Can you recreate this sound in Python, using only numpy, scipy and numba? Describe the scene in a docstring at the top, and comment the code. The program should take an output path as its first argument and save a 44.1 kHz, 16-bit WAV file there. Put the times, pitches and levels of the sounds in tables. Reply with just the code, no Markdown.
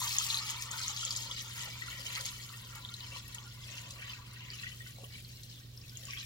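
"""Water pours from a plastic bowl over raw chicken into a steel stockpot near a phone; a hum runs throughout.
At first it strikes hard: bubbles ring as damped sines with bright plinks, spray fizzes as tiny high rings,
and drops tick as noise. As the pot fills, its air adds gliding resonances, gliding dips thin the splash, and
the wall scatters it as echoes. It softens as the water deepens; low bubbles churn where the stream folds under.
Near the end come two dull plops of escaping air. Steady sines make the hum, and shaped noise the kitchen air."""
import sys
import numpy as np
from scipy import signal
from scipy.fft import rfft, irfft
from scipy.io import wavfile
from scipy.ndimage import uniform_filter1d, map_coordinates
from numba import njit

SR = 44100
rng = np.random.default_rng(int(sys.argv[2]) if len(sys.argv) > 2 else 0)


def generate_wav(sig):
    """Save sig (samples, or channels by samples) to the path in sys.argv[1] as 16-bit PCM at SR."""
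    pcm = np.round(np.clip(np.atleast_2d(sig).T, -1, 1) * 32767).astype(np.int16)
    wavfile.write(sys.argv[1], SR, pcm)


N = 275625
TIME = np.arange(N) / SR

# Levels are relative: the source functions and the pot scale them further.
# How hard the stream strikes, strongest at first, easing as the pool cushions it: [t/s, level/dB]
FORCE = [(0, 2.5), (0.6, -3.5), (1.5, -9), (2.4, -9), (2.7, -13.5), (3.25, -14), (3.48, -17), (3.7, -8.5),
         (4.25, -20), (4.42, -20), (5.05, -19), (5.3, -16), (5.55, -20), (5.7, -24.5), (5.95, -17),
         (6.25, -10.5)]
# Swells where the stream wobbles and drags under a bubble cloud:
# [peak t/s, half length/s, level/dB, commonest f/Hz]
SURGES = [(0.237, 0.13, -33, 4860), (0.437, 0.11, -52, 2170), (0.502, 0.026, -34.5, 4400),
          (0.74, 0.042, -41.5, 1370), (0.871, 0.082, -35, 4140), (1.32, 0.025, -47, 1380),
          (1.15, 0.2, -37, 4770), (1.382, 0.028, -34, 3850), (1.614, 0.086, -34.5, 3520),
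          (1.68, 0.013, -43, 1300), (1.953, 0.16, -39, 3310), (2.152, 0.078, -33.5, 3600),
          (2.174, 0.018, -36.5, 1700), (2.252, 0.011, -35.5, 5100), (2.283, 0.022, -33.5, 4260),
          (2.494, 0.11, -55.5, 6500), (2.773, 0.03, -42.5, 1710), (3.05, 0.11, -43, 3630),
          (3.17, 0.032, -35, 3720), (3.34, 0.066, -45.5, 3780), (3.391, 0.075, -52.5, 1000),
          (3.702, 0.021, -46.5, 2430), (3.783, 0.053, -40, 3500), (4.026, 0.047, -41.5, 2850),
          (4.122, 0.051, -38.5, 3200), (4.506, 0.2, -46, 3000), (4.63, 0.11, -40.5, 3600),
          (4.884, 0.056, -46, 3500), (4.995, 0.06, -55, 3900), (5.156, 0.041, -44, 3200),
          (5.25, 0.053, -55, 3680), (5.54, 0.064, -50, 5160), (6.159, 0.08, -39, 3300)]
# Large bubbles, which fade once the pool closes over the meat: [t/s, level/dB]
GURGLE = [(0, -54.5), (0.5, -58.5), (1.1, -61.5), (1.4, -65.5), (2.6, -67.5), (3.5, -73.5), (4.15, -64.5),
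          (4.45, -76), (5.2, -88.5), (6.25, -78)]
# Fine spray, with lulls where the stream slides in smoothly: [t/s, level/dB]
SPRAY = [(0, -42.5), (0.36, -46), (0.42, -54.5), (0.51, -48), (0.55, -58), (0.62, -49), (0.695, -63.5),
         (0.715, -48.5), (0.85, -52.5), (1.2, -58), (1.27, -62), (1.41, -57), (1.44, -56), (1.65, -53),
         (1.8, -58.5), (2.1, -53), (2.23, -53), (2.258, -50.5), (2.32, -57.5), (2.5, -55), (2.88, -64.5),
         (3.2, -61.5), (3.47, -65.5), (3.7, -60), (4.15, -61.5), (4.24, -66), (4.47, -73), (4.62, -58),
         (4.95, -60.5), (5.55, -63), (5.72, -67.5), (5.95, -60)]
# Big drops that slap down: [t/s, level/dB, t60/s, centre f/Hz]
SPLATS = [(0.499, -30, 0.017, 6500), (0.609, -24, 0.0066, 6000), (0.623, -22, .01, 5030),
          (0.715, -32.5, 0.03, 6500), (0.8144, -22, 0.008, 5000), (0.818, -22.5, 0.01, 4940),
          (0.8675, -23, 0.0044, 4660), (0.9625, -26, 0.0076, 4000), (0.996, -24, .005, 3600),
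          (1.0502, -29, 0.011, 6500), (1.107, -22, 0.018, 4700), (1.125, -24.5, 0.0099, 5770),
          (1.171, -29, 0.007, 9000), (1.411, -20, 0.0055, 5000), (1.421, -30, .005, 11000),
          (1.5673, -27, 0.0065, 4370), (2.0663, -25, .008, 4970), (2.091, -38, 0.0088, 7000),
          (2.1525, -19, .007, 4800), (2.1585, -19, 0.0087, 3770), (2.209, -21.5, .009, 5300),
          (2.2625, -22, 0.0051, 8000), (2.385, -38.5, .012, 9220), (2.45, -44, 0.0075, 6000),
          (2.751, -34.5, 0.029, 4740), (2.755, -37.5, .025, 12000), (2.887, -48, 0.0031, 4800),
          (2.938, -39, 0.037, 8400), (3.281, -37, 0.0096, 11000), (3.346, -35.5, 0.016, 9000),
          (3.906, -31.5, 0.029, 5440), (3.909, -45, 0.017, 12000), (4.333, -42.5, 0.02, 8500),
          (4.871, -37.5, 0.022, 4760), (5.224, -40, 0.011, 12000), (5.326, -41, 0.0073, 7000),
          (5.434, -32.5, 0.01, 5560)]
# Single bubbles that stand out: [t/s, level/dB, initial f/Hz]
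PLINKS = [(0.1848, -3.5, 6530), (0.241, -17, 5300), (0.3015, -12.5, 3790), (0.308, -16, 3600),
          (0.344, -9.5, 3930), (0.372, -12.5, 4000), (0.3884, -14.5, 4250), (0.393, -21, 4300),
          (0.5058, -16, 7200), (0.714, -16, 6950), (0.847, -20, 4060), (0.8812, -11, 6500),
          (1.051, -11, 7000), (1.1078, -14, 4800), (1.163, -12.5, 7000), (1.223, -23, 6740),
          (1.3124, -18.5, 3420), (2.2555, -16, 6500), (2.8495, -22, 3520), (2.889, -27.5, 3680),
          (2.921, -36, 3030), (2.941, -22, 4060), (3.0066, -26.5, 3900), (3.348, -22, 6940),
          (3.383, -28, 3070), (3.781, -25.5, 2900), (4.503, -23.5, 4650), (5.248, -31, 4300),
          (5.4357, -34, 4080), (5.5, -34.5, 5240), (5.7757, -30.5, 5200), (5.816, -35, 5000),
          (5.8955, -31.5, 5000), (5.972, -23.5, 6900), (6.053, -26, 7050), (6.108, -27, 5260)]
# Low to bright rings in the pour, each with its own decay: [t/s, level/dB, initial f/Hz, t60/s]
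POUR_RINGS = [(0.016, -32, 1020, 0.038), (0.035, -42, 890, 0.047), (0.21, -36, 1294, 0.042),
              (1.028, -38.5, 1330, 0.026), (1.819, -32, 1930, 0.05), (1.88, -42.5, 1390, 0.045),
              (2.171, -40.5, 1275, 0.068), (3.161, -40, 1010, 0.022), (3.69, -45, 1930, .04),
              (3.787, -47, 2050, 0.031), (4.02, -36, 2350, 0.04), (4.071, -43, 2900, .03),
              (4.097, -33, 3000, .03), (4.134, -30.5, 2570, 0.027), (4.406, -41.5, 2800, .035),
              (4.519, -39, 2380, .03), (4.633, -37, 1844, 0.049), (4.64, -42, 1520, 0.039),
              (4.666, -35.5, 1950, 0.079), (4.804, -40.5, 1870, 0.055), (4.862, -47.5, 1490, 0.043),
              (4.864, -41, 2040, 0.032), (4.956, -54, 3980, .06), (4.98, -51, 3960, .07),
              (5.042, -38, 2960, 0.04), (5.153, -43, 2240, 0.04), (5.602, -53, 1600, 0.033),
              (5.921, -59, 1505, 0.16), (6.084, -46.5, 1120, 0.035), (6.102, -35, 2370, 0.045),
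              (6.134, -29, 2240, 0.038), (6.173, -28.5, 3240, 0.019)]
# Dull plops: [t/s, level/dB, initial f/Hz, t60/s]
PLOPS = [(4.983, -51, 537, 0.025), (4.984, -42.5, 730, 0.03), (5.034, -35, 400, 0.018),
         (5.036, -43, 706, 0.024), (5.039, -50, 1060, 0.031)]
# Churning where the stream folds into the pool: [peak t/s, level/dB, half length/s]
CHURNS = [(0.202, -65, 0.28), (0.73, -59, 0.042), (1.223, -59.5, 0.16), (1.682, -55, 0.032),
          (2.041, -56.5, 0.084), (2.218, -56.5, 0.043), (2.757, -66, 0.037), (3.14, -57, 0.045),
          (3.712, -59.5, 0.033), (3.94, -57.5, 0.088), (5.023, -54, 0.044), (6.048, -58.5, 0.039)]
# Air resonances of the pot, each strongest at one depth: [initial f/Hz, climb/(Hz/s), width/Hz,
# left level/dB, right level/dB, strongest t/s, half length/s]
POT_MODES = [(532, 2.5, 63, 8.5, 6.5, 3, 4.5), (905, 21, 30, 11.5, 3, 1.2, 4.9),
             (984, 5.5, 24, 17, 3.5, 2.6, 2.9), (1153, -3.5, 30, 12.5, 7, 3.8, 8),
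             (1235, 52.5, 49, 4, 8.5, 1, 8.6), (1340, 20, 68, -7, 11.5, 1.2, 1.6),
             (1560, 5, 36, -1, 5, 5.8, 1.3), (1836, 9.5, 48, 9.5, -2.5, 3, 2.9),
             (2104, 3.5, 26, -13, -2, 5.5, 2.5), (2260, 14, 30, -3, 3.5, 2.9, 5.2),
             (2770, -25, 94, 0.5, -5, 4.3, 1.4), (3010, 0.5, 35, 0, 6, 3.3, 1.3),
             (3200, -15, 98, -4, 0.5, 1.1, 2.7), (3320, 23, 51, -15, -10, 4.6, 3.5),
             (3900, 25, 88, 5, -3.5, 4.1, 1.5), (4130, -11, 62, -10, -8, 0.8, 1.8),
             (4380, 7, 65, -10, 2, 1.1, 2), (5560, 0, 290, 4, -6, 6.3, 0.74),
             (6500, 106, 990, -5.5, -9, 0.9, 14)]
# Gliding dips in the colour of the splash: [initial f/Hz, climb/(Hz/s), width/Hz,
# level at centre/dB, deepest t/s, half length/s]
DIPS = [(1650, 22, 80, -7, 1.2, 2.6), (2770, -130, 170, -16, 1.8, 1.9), (2480, 2, 120, -9, 4.9, 0.8),
        (2880, 14, 84, -10, 2.5, 3.6), (3850, -19, 160, -5, 5.1, 3.5), (4620, -28, 130, -4, 1.2, 1.6),
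        (6000, -2, 1200, -2.5, 2, 1.3)]
# Appliance hum: [f/Hz, rms level/dB]
HUM = [(53.5, -66.5), (107, -70.5), (120, -52.5), (160.4, -77)]
# Spectrum of the kitchen air: [f/Hz, relative level per Hz/dB]
AIR_SPECTRUM = [(15, -14), (26, -3), (40, -6), (55, 1.5), (95, 6), (135, 1.5), (210, -3.5), (290, -10.5),
                (450, -16), (900, -27.5), (2000, -26.5), (4000, -17.5), (10000, -34.5), (15500, -23.5)]

AIR_DB = -55
PORT_LAG_S = 0.0002034  # the pot lies to the left, so the right microphone hears it later
TOP_HZ = 15850
SURGE_DB_PER_OCTAVE = 16  # a cloud thins out away from its commonest pitch
SURGE_RELEASE = 0.76  # a cloud dies in this share of the time it takes to swell
PLINK_CYCLES, PLINK_CYCLES_PER_S = 19.5, 0.96  # t60 in cycles, growing as the water deepens


def stream(spatter_db=-6, crackle_db=-8, patter_db=-7, flutter_db=0.49, flutter_rate=45):
    """Superposition: bubble swarms, spray and droplet ticks add up, and share one random flutter."""
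    large_db = bubbling(GURGLE, hz=1120, surge_db=-10.0)
    middling_db = bubbling(FORCE, hz=2240, steady_db=-48.0, surge_db=-3.5, fade_db=-0.14)
    small_db = bubbling(FORCE, hz=4670, steady_db=-42.5, surge_db=-6.0)
    spray_db = bubbling(SPRAY, hz=11000, surge_db=0.5)

    large = swarm(large_db, 791.0, 1673, rate=1400, cycles=55, spread_db=2.5, clump_db=1.5,
                  patch_db=6.5, slope=-0.05, lag_s=.00008, slope_drift=0.21, thinning=0.2)
    middling = swarm(middling_db, 1644, 3068, rate=1200, cycles=72, rise=0.04, spread_db=2.5, clump_db=1.0,
                     patch_db=3.5, slope=1.98, lag_s=0.00014, slope_drift=-0.09, thinning=.5)
    small = swarm(small_db, 2788, 7705, rate=3000, cycles=40.5, rise=0.02, spread_db=3.5, clump_db=1.7,
                  patch_db=3.0, slope=0.44, lag_s=PORT_LAG_S, slope_drift=-0.23, thinning=0.46)
    spray = swarm(spray_db, 6650, 17760, rate=3200, cycles=34, spread_db=2.6, clump_db=2.4,
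                  patch_db=3.0, slope=0.55, lag_s=PORT_LAG_S, thinning=.45)

    fine_spatter = spatter(rate=78, spread_db=2, t60=0.0023, lo_hz=4000, hi_hz=17500)
    patter = spatter(rate=240, spread_db=5.5, t60=0.0037, lo_hz=2900, hi_hz=7000)
    crackle = spatter(rate=260, spread_db=4.5, t60=0.0022, lo_hz=1580, hi_hz=3600)

    layers = [(large, large_db), (middling, middling_db), (small, small_db), (spray, spray_db),
              (fine_spatter, spray_db + spatter_db), (patter, small_db + patter_db),
              (crackle, middling_db + crackle_db)]
    flutter = undb(flutter_db * walk(flutter_rate))
    pour = sum(unit(layer) * undb(level_db) for layer, level_db in layers)
    return flutter * pour + stray_plinks(small_db)


def bubbling(curve, hz, surge_db, steady_db=0, fade_db=0):
    """Addition of powers: a steady curve, fading by fade_db each second, plus surges near one pitch, in dB."""
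    steady = steady_db + np.interp(TIME, *np.transpose(curve)) + fade_db * TIME
    power = undb(steady) ** 2
    for peak_s, length, level_db, centre_hz in SURGES:
        near = slice(*np.searchsorted(TIME, [peak_s - 4 * length, peak_s + 4 * length]))
        t = TIME[near] - peak_s
        swell = np.exp(-(t / np.where(t < 0, length, length * SURGE_RELEASE)) ** 2)
        octaves_away = abs(np.log2(hz / centre_hz))
        power[near] += swell * undb(level_db + surge_db - SURGE_DB_PER_OCTAVE * octaves_away) ** 2
    return 10 * np.log10(power)


def swarm(level_db, lo_hz, hi_hz, rate, cycles, spread_db, clump_db, patch_db, slope, lag_s,
          slope_drift=0, thinning=.3, rise=0.064, pinch=0.58, clump_rate=70, patch_rate=30,
          lag_spread=.000015, lag_growth=.00001, echo_db=-7):
    """Random superposition: bubbles of many sizes shed in clumps by the wobbling stream, fewer when it is weak."""
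    count = int(rate * N / SR)
    when, pitch, luck, wall, angle = rng.random((count, 5)).T
    loud, ringing, place = np.clip(rng.standard_normal((count, 3)).T, -2, 2)
    sample = (when * N).astype(int)
    start = sample / SR
    hz = lo_hz * (hi_hz / lo_hz) ** pitch
    # strong bubbles sit deeper and ring longer
    t60 = cycles * np.exp(.35 * ringing + 0.19 * loud) / hz
    # each fold of the stream favours a few bubble sizes for a moment, which makes the gurgle
    favour = np.clip(rng.standard_normal((512, 6)), -2, 2)
    patch = map_coordinates(favour, [start * patch_rate, pitch * 5], order=1, mode="mirror")
    clump = np.clip(walk(clump_rate), -2, 2)[sample]
    # a weaker pour keeps a smaller share, each bubble scaled up to hold the swarm's power
    share = undb(thinning * (level_db - level_db.max()))[sample]
    kept = (luck < share) / np.sqrt(share)
    # the balance between high and low bubbles shifts as the pot fills
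    balance = (hz / np.sqrt(lo_hz * hi_hz)) ** (slope + slope_drift * start)
    size = undb(spread_db * loud + clump_db * clump + patch_db * patch) * balance * kept
    # as the pool grows, the bubbles spread over more of the pot
    direct_lag = lag_s + (lag_spread + lag_growth * start) * place
    direct = ring(start, size, hz, t60, direct_lag, rise, float(pinch))
    # the steel wall returns each bubble about a millisecond later, from another direction
    echo_start = start + 0.000516 + 0.001092 * wall
    echo_lag = 2 * PORT_LAG_S * (2 * angle - 1)
    echo = ring(echo_start, size * undb(echo_db), hz, t60, echo_lag, rise, float(pinch))
    return band(direct + echo, 1.143 * lo_hz, 1.54 * hi_hz)


@njit
def ring(start, size, hz, t60, lag, rise, pinch):
    """Damped oscillation: each ring swells over `pinch` cycles and rises in pitch; the right channel lags."""
    out = np.zeros((2, N))
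    for k in range(len(start)):
        for c in range(2):
            t0 = start[k] + c * lag[k]
            first = max(int(t0 * SR) + 1, 0)
            last = min(int((t0 + t60[k]) * SR), N)
            for i in range(first, last):
                t = i / SR - t0
                age, cycles = t / t60[k], t * hz[k]
                envelope = min(cycles / pinch, 1.) * np.exp(-6.9 * age)
                out[c, i] += size[k] * envelope * np.sin(2 * np.pi * cycles * (1 + rise * age))
    return out


def spatter(rate, spread_db, t60, lo_hz, hi_hz):
    """Random arrivals: droplets land at `rate` per second on average, each a decaying burst."""
    strength = undb(spread_db * np.clip(rng.standard_normal(N), -2, 1.5))
    hits = (rng.random(N) < rate / SR) * strength
    decay_per_sample = undb(-60 / (t60 * SR))
    return ticks(signal.lfilter([1], [1, -decay_per_sample], hits), lo_hz, hi_hz)


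def ticks(bursts, lo_hz, hi_hz):
    """Impact noise: a droplet breaking on steel or meat gives a sharp, broad tick, later at the right."""
    x = band(bursts * rng.standard_normal(len(bursts)), lo_hz, hi_hz)
    return np.array([x, np.roll(x, int(PORT_LAG_S * SR))])


def splats(octaves=0.45):
    """Impact noise of big drops: decaying bands that reach some octaves either side of their centres."""
    out, t = np.zeros((2, N)), TIME[:SR // 10]
    for s, level_db, t60, hz in SPLATS:
        start = int(s * SR)
        burst = undb(level_db - 60 * t / t60)
        out[:, start:start + len(t)] += ticks(burst, hz / 2 ** octaves, hz * 2 ** octaves)
    return out


def single_rings(plink_db=1, pour_ring_db=-2, plop_db=-3.5):
    """Damped resonance: bright plinks, low to bright rings, and dull plops of air escaping between the meat."""
    bright = undb(plink_db) * plinks(*np.transpose(PLINKS))
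    pour_rings = undb(pour_ring_db) * damped_rings(*np.transpose(POUR_RINGS), rise=0.032, pinch=2.0)
    plops = undb(plop_db) * damped_rings(*np.transpose(PLOPS), rise=0.066, pinch=1.0)
    return bright + pour_rings + plops


def stray_plinks(level_db, rate=7, above_db=7, spread_db=2, lo_hz=2900, hi_hz=7200):
    """Chance resonance: `rate` times a second on average a surface bubble rings out above its neighbours."""
    when, pitch, luck = rng.random((int(rate * N / SR), 3)).T
    sample = (when * N).astype(int)
    plink_db = level_db[sample] + above_db + spread_db * (2 * luck - 1)
    return plinks(sample / SR, plink_db, lo_hz * (hi_hz / lo_hz) ** pitch)


def plinks(s, db, hz):
    """Light damping: small bright bubbles ring for a few more cycles as the pot fills."""
    t60 = (PLINK_CYCLES + PLINK_CYCLES_PER_S * s) / hz
    return damped_rings(s, db, hz, t60, rise=0.0094, pinch=2.95)


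def damped_rings(s, db, hz, t60, rise, pinch):
    """Damped oscillation of single rings from the pot, all with the same lag to the right."""
    lag = np.full(len(s), PORT_LAG_S)
    return ring(1. * s, undb(db), 1. * hz, 1. * t60, lag, rise, float(pinch))


def churn(churn_db=-11.5, steady_db=-66, fade_db=-2):
    """Entrainment: big low bubbles swell where the stream folds under, over a burble losing fade_db a second."""
    swells = sum(undb(2 * db) * np.exp(-((TIME - s) / length) ** 2) for s, db, length in CHURNS)
    burble = undb(2 * (steady_db + fade_db * TIME))  # doubled dB give power
    level_db = 10 * np.log10(swells + burble)
    big = swarm(level_db, 408, 772, rate=500, cycles=18, spread_db=3.0, clump_db=1.5, patch_db=1.5,
                slope=0.081, lag_s=0.00022, thinning=0.065)
    return unit(big) * undb(level_db + churn_db)


def in_pot(x, scatter_db=-6.0, scatter_t60=0.067, kitchen_db=-19, kitchen_t60=1.0,
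           shade_db=-3.5, shade_hz=2400):
    """Resonance and reflection: direct sound, ringing air, gliding dips, wall scatter and a faint kitchen tail."""
    ringing = np.zeros((2, N))
    for hz, climb, width, left_db, right_db, s, length in POT_MODES:
        ringing += undb([[left_db], [right_db]]) * swelling_mode(x, hz, climb, width, s, length)
    heard = x + ringing + undb(scatter_db) * wall_scatter(x, scatter_t60)
    for hz, climb, width, db, s, length in DIPS:
        heard = heard + (undb(db) - 1) * swelling_mode(heard, hz, climb, width, s, length)
    left, right = heard + undb(kitchen_db) * reflections(x, kitchen_t60)
    # the body of the phone shades the right microphone from the treble
    bass = signal.lfilter(*signal.butter(1, shade_hz, fs=SR), right)
    return np.array([left, bass + undb(shade_db) * (right - bass)])


def swelling_mode(x, hz, climb, width, s, length):
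    """Selective response: a gliding band at both microphones that comes and goes around time s."""
    mode = np.array([air_column(side, float(hz), float(climb), float(width)) for side in x])
    return mode * np.exp(-((TIME - s) / length) ** 2)


@njit
def air_column(x, hz, climb, width):
    """Resonance, as of the air above the water, gliding as the level rises; gain 1 at its centre."""
    out = np.zeros(N)
    b, low, g, k, scale = 0., 0., 0., 0., 0.  # two filter states, then coefficients
    for i in range(N):
        if i % 256 == 0:  # retune
            f = hz + climb * i / SR
            g, k = np.tan(np.pi * f / SR), width / f
            scale = 1 / (1 + g * (g + k))
        v = (b + g * (x[i] - low)) * scale
        b, low = 2 * v - b, low + 2 * g * v
        out[i] = k * v
    return out


def wall_scatter(x, t60, wander_rate=7, count=4):
    """Scattering: the splash wanders between spots in the pot, each with its own pattern of echoes."""
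    spots = np.array([walk(wander_rate) for _ in range(count)])
    shares = spots / np.linalg.norm(spots, axis=0)
    return sum(reflections(x * share, t60) for share in shares)


def reflections(x, t60, lo_hz=820, hi_hz=13000, build_s=0.0012):
    """Reverberation: convolution with decaying noise, different at each microphone, cut off by 0.25 s."""
    t = TIME[:int(min(t60, 1 / 4) * SR)]
    noise = band(rng.standard_normal((2, SR // 4)), lo_hz, hi_hz)[:, :len(t)]
    tail = noise * undb(-60 * t / t60) * (1 - np.exp(-t / build_s))
    tail = tail / np.sqrt(np.sum(tail ** 2) / 2)
    return signal.oaconvolve(x, tail, axes=1)[:, :N]


def kitchen(wide_hz=900, right_db=0.9):
    """Periodic and random sound: steady motor and mains tones over air noise, more alike in the bass."""
    hum = sum(np.sqrt(2) * undb(db) * np.sin(2 * np.pi * (hz * TIME + rng.random())) for hz, db in HUM)
    f = np.maximum(np.fft.rfftfreq(N, 1 / SR), 1)
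    points, db = np.transpose(AIR_SPECTRUM)
    shape = undb(np.interp(np.log(f), np.log(points), db))
    mid, side = rfft(rng.standard_normal((2, N))) * shape
    width = np.clip(f / wide_hz, .15, 1)
    air = irfft(mid + np.array([[1], [-1]]) * side * width, N)
    return (hum + undb(AIR_DB) * unit(air)) * undb([[-right_db], [right_db]])


def undb(db):
    """Logarithmic level: decibels to amplitude gain."""
    return 10 ** (np.asarray(db) / 20)


def unit(x):
    """Normalisation: scale a sound to rms 1."""
    return x / np.std(x)


def band(x, lo_hz, hi_hz, order=2):
    """Band limitation: a Butterworth band-pass."""
    edges = [lo_hz, min(hi_hz, .48 * SR)]
    return signal.sosfilt(signal.butter(order, edges, "band", fs=SR, output="sos"), x)


def walk(rate):
    """Random modulation: about `rate` new values a second, joined by straight slopes; spread near 1."""
    k = max(int(SR / rate), 2)
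    held = np.repeat(rng.standard_normal(N // k + 1), k)
    return np.sqrt(1.5) * uniform_filter1d(held, k)[:N]


def scene():
    """Superposition of the pour in its pot and the kitchen around it."""
    return in_pot(stream() + churn() + single_rings() + splats()) + kitchen()


def record(dry):
    """Low-pass filtering: the phone cuts the top."""
    return signal.sosfilt(signal.ellip(10, .2, 70, TOP_HZ, fs=SR, output="sos"), dry)


dry = scene()
out = record(dry)
generate_wav(out)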